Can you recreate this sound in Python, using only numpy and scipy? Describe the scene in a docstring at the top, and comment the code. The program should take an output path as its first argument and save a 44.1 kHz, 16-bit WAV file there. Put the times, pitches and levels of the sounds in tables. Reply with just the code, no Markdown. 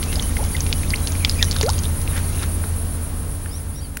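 """A pond: a far engine drones, insects throb in the treble and a thin electrical whine lies over it all.
From the start a surface lure is reeled towards the bank: drops snap on the water, small bubbles ping,
air pockets plop, mostly upward in pitch, and the wake fizzes. The hardest splashes gurgle around 1.4 s.
From 2 s the scene slowly fades, and the wake settles by 2.7 s. Near the end a bird chirps three times,
and one dry tick comes last."""
import sys
import numpy as np
from scipy import signal
from scipy.fft import rfft, irfft
from scipy.io import wavfile

SR = 44100
rng = np.random.default_rng(int(sys.argv[2]) if len(sys.argv) > 2 else 0)


def inscribe(sig):
    """Save sig as 16-bit PCM at rate SR to the path in sys.argv[1].

    A 1-D sig is mono; a 2-D sig holds one channel per row.
    Samples are clipped to [-1, 1] before scaling.
    """
    pcm = np.round(np.clip(np.atleast_2d(sig).T, -1, 1) * 32767)
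    wavfile.write(sys.argv[1], SR, pcm.astype(np.int16))


N = 176400
T = np.arange(N) / SR
BANK_T60_S = 0.044  # decay of the reflections from the bank
# how hard the lure stirs its wake: (time [s], level [dB])
WAKE = [(0, -4), (.2, -1), (.32, -4.5), (1.2, -3), (1.5, -1), (1.8, -6), (2.0, -9.5), (2.4, -2.5),
        (2.7, -25), (4, -33)]


def from_db(db):
    """Decibels to gain."""
    return 10 ** (np.asarray(db) / 20)


def rms_one(x):
    """Scale to unit rms."""
    return x / np.sqrt(np.mean(x ** 2) + 1e-20)


def level(curve):
    """A fader ride through (time [s], level [dB]) points."""
    return from_db(np.interp(T, *np.transpose(curve)))


def add(out, s, sound):
    """Mix a sound in at s seconds."""
    i = max(int(s * SR), 0)
    out[i:i + len(sound)] += sound[:max(N - i, 0)]


def noise(spectrum):
    """Unit-rms noise coloured by (frequency [Hz], level [dB]) points."""
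    hz, db = np.transpose(spectrum)
    f = np.maximum(np.arange(N // 2 + 1) * SR / N, 1)
    colour = from_db(np.interp(np.log(f), np.log(hz), db))
    return rms_one(irfft(rfft(rng.standard_normal(N)) * colour, N))


def drift(hz):
    """Unit-rms random modulation, mostly slower than hz."""
    f = np.arange(N // 2 + 1) * SR / N
    return rms_one(irfft(rfft(rng.standard_normal(N)) / (1 + (f / hz) ** 2), N))


def butter(x, hz, kind, order=2):
    """Causal Butterworth filter."""
    sos = signal.butter(order, np.minimum(hz, SR / 2 - 1), kind, fs=SR, output="sos")
    return signal.sosfilt(sos, x + 1e-18)


def reflections(length, t60, gap_s):
    """A dying noise tail of unit energy, length samples long, that opens after a gap."""
    t = T[:length]
    tail = rng.standard_normal(length) * from_db(-60 * t / t60) * (t > gap_s)
    return tail / np.linalg.norm(tail)


def echo(x):
    """Diffuse, dying reflections from the water and the reeds on the bank."""
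    return signal.fftconvolve(x, reflections(SR // 2, BANK_T60_S, gap_s=.001))[:N]


def scatter(sound):
    """Each drop lands elsewhere, so ripples reflect it in a pattern of its own."""
    ripples = from_db(-7) * reflections(SR // 20, t60=0.014, gap_s=.0007)
    return signal.fftconvolve(sound, signal.unit_impulse(len(ripples)) + ripples)


def air():
    """A bed of open-air rumble."""
    # colour of the air: (frequency [Hz], level [dB])
    colour = [(20, -7), (60, -2), (105, -10.5), (200, -13.5), (340, -20), (450, -21.5), (650, -25),
              (1250, -28.5), (3000, -39.5), (7000, -42)]
    rumble = butter(noise(colour), 28, "high")
    return from_db(-26.5) * butter(rumble, 7400, "low", order=6)


def engine():
    """A far engine: low partials, each wavering in level and pitch."""
    # engine partials: (frequency [Hz], level [dB])
    partials = [(29.9, -28.5), (54.15, -29), (77.5, -28.5), (86.75, -25), (139.7, -37), (154.6, -40.5),
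                (185.8, -44.5), (233, -40.5), (264.8, -47), (281.9, -43.5), (451, -50.5)]
    wander_hz = 1.634
    out = np.zeros(N)
    for hz, db in partials:
        waver = 1 + 0.24 * drift(1.9)
        cycles = np.cumsum(hz + wander_hz * drift(6.63)) / SR + rng.random()
        out += from_db(db) * np.sqrt(2) * waver * np.sin(2 * np.pi * cycles)
    return out


def whine():
    """A thin, high electrical whine with faint side tones and hiss; a ripple as from audio coding."""
    # the whine and its side tones: (offset below the whine [mains steps], level [dB])
    lines = [(0, -43.5), (1, -52), (2, -58), (65, -57)]
    whine_hz, mains_hz, coder_ripple_hz = 15734, 60, 12
    partials = [(whine_hz - mains_hz * steps, db) for steps, db in lines] + [(whine_hz / 2, -59)]
    coder_ripple = 1 + .4 * np.sin(2 * np.pi * coder_ripple_hz * T + drift(1.8))
    tone = sum(from_db(db) * np.sin(2 * np.pi * (hz * T + rng.random())) for hz, db in partials)
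    hiss = from_db(-40.5) * rng.standard_normal(N)
    return np.sqrt(2) * coder_ripple * tone + hiss


def insects():
    """A grainy high rasp with three ringing bands, throbbing in even beats."""
    # colour of the broad rasp: (frequency [Hz], level [dB])
    colour = [(7300, -37), (8100, -37), (8400, -9), (8900, -2.5), (9350, -2.5), (10100, 1), (10800, -2),
              (11600, -6.5), (12100, -20), (14000, -45)]
    # narrow resonances: (centre [Hz], width [Hz], level against the broad rasp [dB])
    resonances = [(8930, 68, -13.5), (9620, 91, -13), (10870, 130, -9)]
    throb_hz, first_peak_s, depth_db = 7.5, .128, 5.8
    rings = np.zeros(N)
    for hz, width, db in resonances:
        band = [hz - width / 2, hz + width / 2]
        rings += from_db(db) * rms_one(butter(rng.standard_normal(N), band, "band", order=1))
    beat = np.tanh(4 * (np.cos(2 * np.pi * throb_hz * (T - first_peak_s)) + .4))  # rounded square wave
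    ease_db = 0.43 * np.maximum(T - 0.98, 0)  # the insects ease off and their beat gets shallower
    throb_db = (depth_db - ease_db) * (beat - 1) / 2
    gain = from_db(-32 - ease_db + throb_db + .5 * drift(15))
    rasp = noise(colour) + rings
    grain = 1 + 0.12 * drift(590)
    return gain * rasp * grain


def bird():
    """Thin, slightly rough whistles that arch in pitch, with a weaker second voice below."""
    # chirps: (time [s], length [s], level [dB], first [Hz], top [Hz], last [Hz], place of the top [0-1])
    chirps = [(3.481, 0.125, -36, 4340, 6000, 4140, 0.74), (3.737, 0.078, -35.5, 4500, 5700, 5700, 0.38),
              (3.791, .09, -36, 3980, 4870, 4100, 0.4)]
    out = np.zeros(N)
    for s, length, db, first_hz, top_hz, last_hz, top in chirps:
        u = T[:int(length * SR)] / length
        from_top = np.abs(u - top) / np.where(u < top, top, 1 - top)
        hz = top_hz + (np.where(u < top, first_hz, last_hz) - top_hz) * from_top ** 1.1
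        jitter = 1 + 0.0094 * drift(300)[:len(u)]
        phase = 2 * np.pi * np.cumsum(hz * jitter) / SR
        voices = np.sin(phase) + from_db(-9) * np.sin(.68 * phase)
        add(out, s, from_db(db) * np.sin(np.pi * u) * voices)
    out *= 1 + 0.31 * drift(120)  # roughness
    return out + from_db(-3.5) * echo(out)


def tick(s=3.9707):
    """One dry, broad tick with a short, bright crack."""
    crack_t60_s = 0.018
    t = T[:SR // 20]
    bright = butter(rng.standard_normal(len(t)), 6000, "high", order=1)
    out = np.zeros(N)
    add(out, s, from_db(-7) * scatter(snap(1830, octaves=1.2)))
    add(out, s, bright * from_db(-6 - 60 * t / crack_t60_s))
    return out


def singing_bubbles(per_s=36, mean_length_s=0.043, max_glide=0.046):
    """Faint bubbles that ring on in the wake, each sliding a little up or down."""
    out = np.zeros(N)
    for when, pitch, size, glide in rng.random((int(per_s * N / SR), 4)):
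        hz = 1800 * 3.2 ** pitch
        note = plop(mean_length_s * (.5 + size), hz, hz * (1 + max_glide * (2 * glide - 1)))
        add(out, when * N / SR, size * note * np.hanning(len(note)))
    return from_db(-32) * out


def wash():
    """The wake's soft hiss and ringing, riding on the stir of the lure."""
    # colour of the wake's hiss: (frequency [Hz], level [dB])
    colour = [(500, -29), (1200, 0.5), (2200, -1), (3300, -5), (5000, -2), (6600, 3.5), (7900, -13),
              (15000, -9)]
    return level(WAKE) * (from_db(-40) * noise(colour) + singing_bubbles())


def swishes():
    """Two soft, grainy swishes of spray and line."""
    # swells: (peak time [s], half-width [s], level [dB])
    swells = [(2.167, 0.053, -31), (2.43, 0.025, -31.5)]
    # colour of a swish: (frequency [Hz], level [dB])
    colour = [(600, -16), (1400, 5), (3500, -4.5), (7000, -12.5), (15000, -24)]
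    envelope = sum(from_db(db) * np.exp(-2 * ((T - s) / width) ** 2) for s, width, db in swells)
    return envelope * noise(colour) * from_db(2.8 * drift(150))


def snap(hz, octaves=1.39):
    """An impact: one broad, dead pulse of height 1."""
    half_band = 2 ** (octaves / 2)
    band = [hz / half_band, hz * half_band]
    pulse = butter(signal.unit_impulse(1024), band, "band")
    pulse = butter(pulse, band, "band", order=1)
    return pulse / np.abs(pulse).max()


def ping(hz, t60, rise_per_s=11.5):
    """A small bubble: a dying sine that rises a little."""
    t = T[:SR // 20]
    return np.sin(2 * np.pi * hz * (t + rise_per_s * t * t / 2)) * from_db(-60 * t / t60)


def plop(length, first_hz, last_hz, attack_s=0.0005, sag_db=4.5):
    """A closing air pocket: the pitch bends ever faster, the level sags a little, then cuts off."""
    t = T[:int(length * SR)]
    u = t / length
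    hz = first_hz * (last_hz / first_hz) ** (u ** 1.8)
    attack = 1 - np.exp(-t / attack_s)
    release = (1 - u ** 12) ** 2
    return attack * release * from_db(-sag_db * u) * np.sin(2 * np.pi * np.cumsum(hz) / SR)


def fizz(per_s=550, mean_t60_cycles=22, spread_db=10):
    """Tiny bubbles bursting at random in the wake, each ringing for a few milliseconds."""
    out = np.zeros(N)
    for when, pitch, size, ring in rng.random((int(per_s * N / SR), 4)):
        hz = 1900 + 5500 * pitch
        t60 = mean_t60_cycles * (.5 + ring) / hz
        add(out, when * N / SR, from_db(spread_db * size ** 4) * ping(hz, t60))
    return from_db(-31.5) * out * level(WAKE) ** 1.83


def gurgles():
    """Air dragged under by the lure: gliding notes broken up by the churning water."""
    # gurgles at the hardest splashes: (time [s], length [s], level [dB], first [Hz], last [Hz])
    notes = [(1.206, 0.048, -32.5, 2500, 2070), (1.388, 0.036, -27.5, 2410, 2900),
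             (1.41, 0.0317, -22, 1944, 1670), (1.559, 0.01, -18.5, 1480, 1380)]
    out = np.zeros(N)
    for s, length, db, first_hz, last_hz in notes:
        add(out, s, from_db(db) * plop(length, first_hz, last_hz))
    return out * drift(110)


def droplets(s, hit_db, count=3):
    """A hit throws up droplets that fall back within moments and ping; hard hits saturate."""
    out = np.zeros(N)
    for delay, pitch, size in rng.random((count, 3)):
        gain = from_db(min(hit_db, -10) - 11) * (.5 + size)
        add(out, s + .0025 + .01 * delay, gain * ping(3400 * 2 ** pitch, t60=.006))
    return out


def lure():
    """Snaps, pings, plops, gurgles and fizz with a faint tail from the bank; hits throw fine spray."""
    # drops and splashes hitting the surface: (time [s], level [dB], centre [Hz])
    snaps = [(0.029, -11, 3040), (0.1283, -13, 2580), (0.44, -16.5, 4800), (0.6652, -16, 2900),
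             (0.7277, -1.5, 3330), (1.0728, -6.5, 4070), (1.2482, 0.5, 3430), (1.4268, 4, 4000),
             (1.5276, -14, 3900), (1.564, -10.5, 3740), (1.612, -3.5, 3920), (1.611, -15, 670),
             (1.6313, -12, 1800), (1.6926, -5, 4900), (1.733, -16.5, 4500), (1.781, -17, 3800),
             (1.836, -14, 5230), (2.016, -20, 5000), (2.431, -16, 3880), (2.6392, -18.5, 1240)]
    # small bubbles ringing, and the short ring after the two hardest hits (at 1.2486 s and 1.4269 s): (time
    # [s], level [dB], pitch [Hz], ring t60 [ms])
    pings = [(0.157, -13.5, 4940, 7.1), (0.2247, -15, 6200, 8.7), (0.3684, -16.5, 2150, 16),
             (0.5664, -16, 3500, 6.5), (0.606, -8, 6320, 6.2), (0.8333, -20.5, 2330, 11),
             (0.905, -11.5, 4900, 5.8), (1.1214, -15, 6700, 6.0), (1.1526, -21.5, 2330, 12),
             (1.2486, -3, 3170, 8.8), (1.2958, -5.5, 5030, 8.7), (1.312, -18, 4900, 9),
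             (1.4269, 1.5, 3550, 8.3), (1.444, -14, 6070, 8.1), (1.512, -8.5, 4630, 8.2),
             (1.5174, -12, 5460, 4.6), (1.586, -19, 3900, 8), (1.629, -9.5, 6700, 7.1),
             (1.6633, -15.5, 4630, 8.2), (1.701, -10.5, 5250, 7.4), (1.7899, -13, 6500, 5.4),
             (1.854, -20, 3660, 21), (2.077, -18, 2600, 9.2), (3.46, -21, 1730, 13)]
    # air pockets that glide as they close: (time [s], length [s], level [dB], first [Hz], last [Hz])
    plops = [(0.163, 0.024, -28, 562, 1240), (0.195, 0.0045, -14, 3100, 4650),
             (0.388, 0.029, -29.5, 810, 1110), (0.406, 0.037, -27, 512, 1430),
             (.548, 0.0083, -20, 2070, 1930), (.9355, 0.0092, -12, 1980, 3430),
             (0.958, 0.0037, -18, 3860, 6450), (1.632, .078, -16.5, 417, 1300),
             (1.684, 0.0097, -20.5, 1320, 1580)]
    water = fizz() + gurgles()
    for s, db, hz in snaps:
        add(water, s, from_db(db) * scatter(snap(hz)))
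        water += droplets(s, db)
    for s, db, hz, ring_ms in pings:
        add(water, s, from_db(db) * scatter(ping(hz, ring_ms / 1000)))
        add(water, s, from_db(db - 1) * snap(hz))  # click on the bubble's attack
        water += droplets(s, db) * level(WAKE)
    spray = butter(np.abs(water) * rng.standard_normal(N), 8600, "high", order=6)
    for s, length, db, first_hz, last_hz in plops:
        add(water, s, from_db(db) * plop(length, first_hz, last_hz))
    water += from_db(-14.5) * echo(water)
    return butter(water, 8200, "low", order=10) + from_db(-16) * spray


def scene():
    """Everything at the pond in mono, under one fade."""
    # master fade: (time [s], level [dB])
    fade = [(0, -0.5), (2.0, -0.5), (2.6, -1), (3.0, -3), (3.5, -5.5), (4, -9.5)]
    mix = lure() + wash() + swishes() + tick() + bird() + insects() + engine() + air() + whine()
    return (mix * level(fade))[None]


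def record(dry):
    """Peaks clip at full scale and the top is cut steeply."""
    cutoff_hz = 15850
    high_cut = signal.ellip(12, .1, 80, cutoff_hz, fs=SR, output="sos")
    return signal.sosfilt(high_cut, np.clip(dry, -1, 1))


dry = scene()
out = record(dry)
inscribe(out)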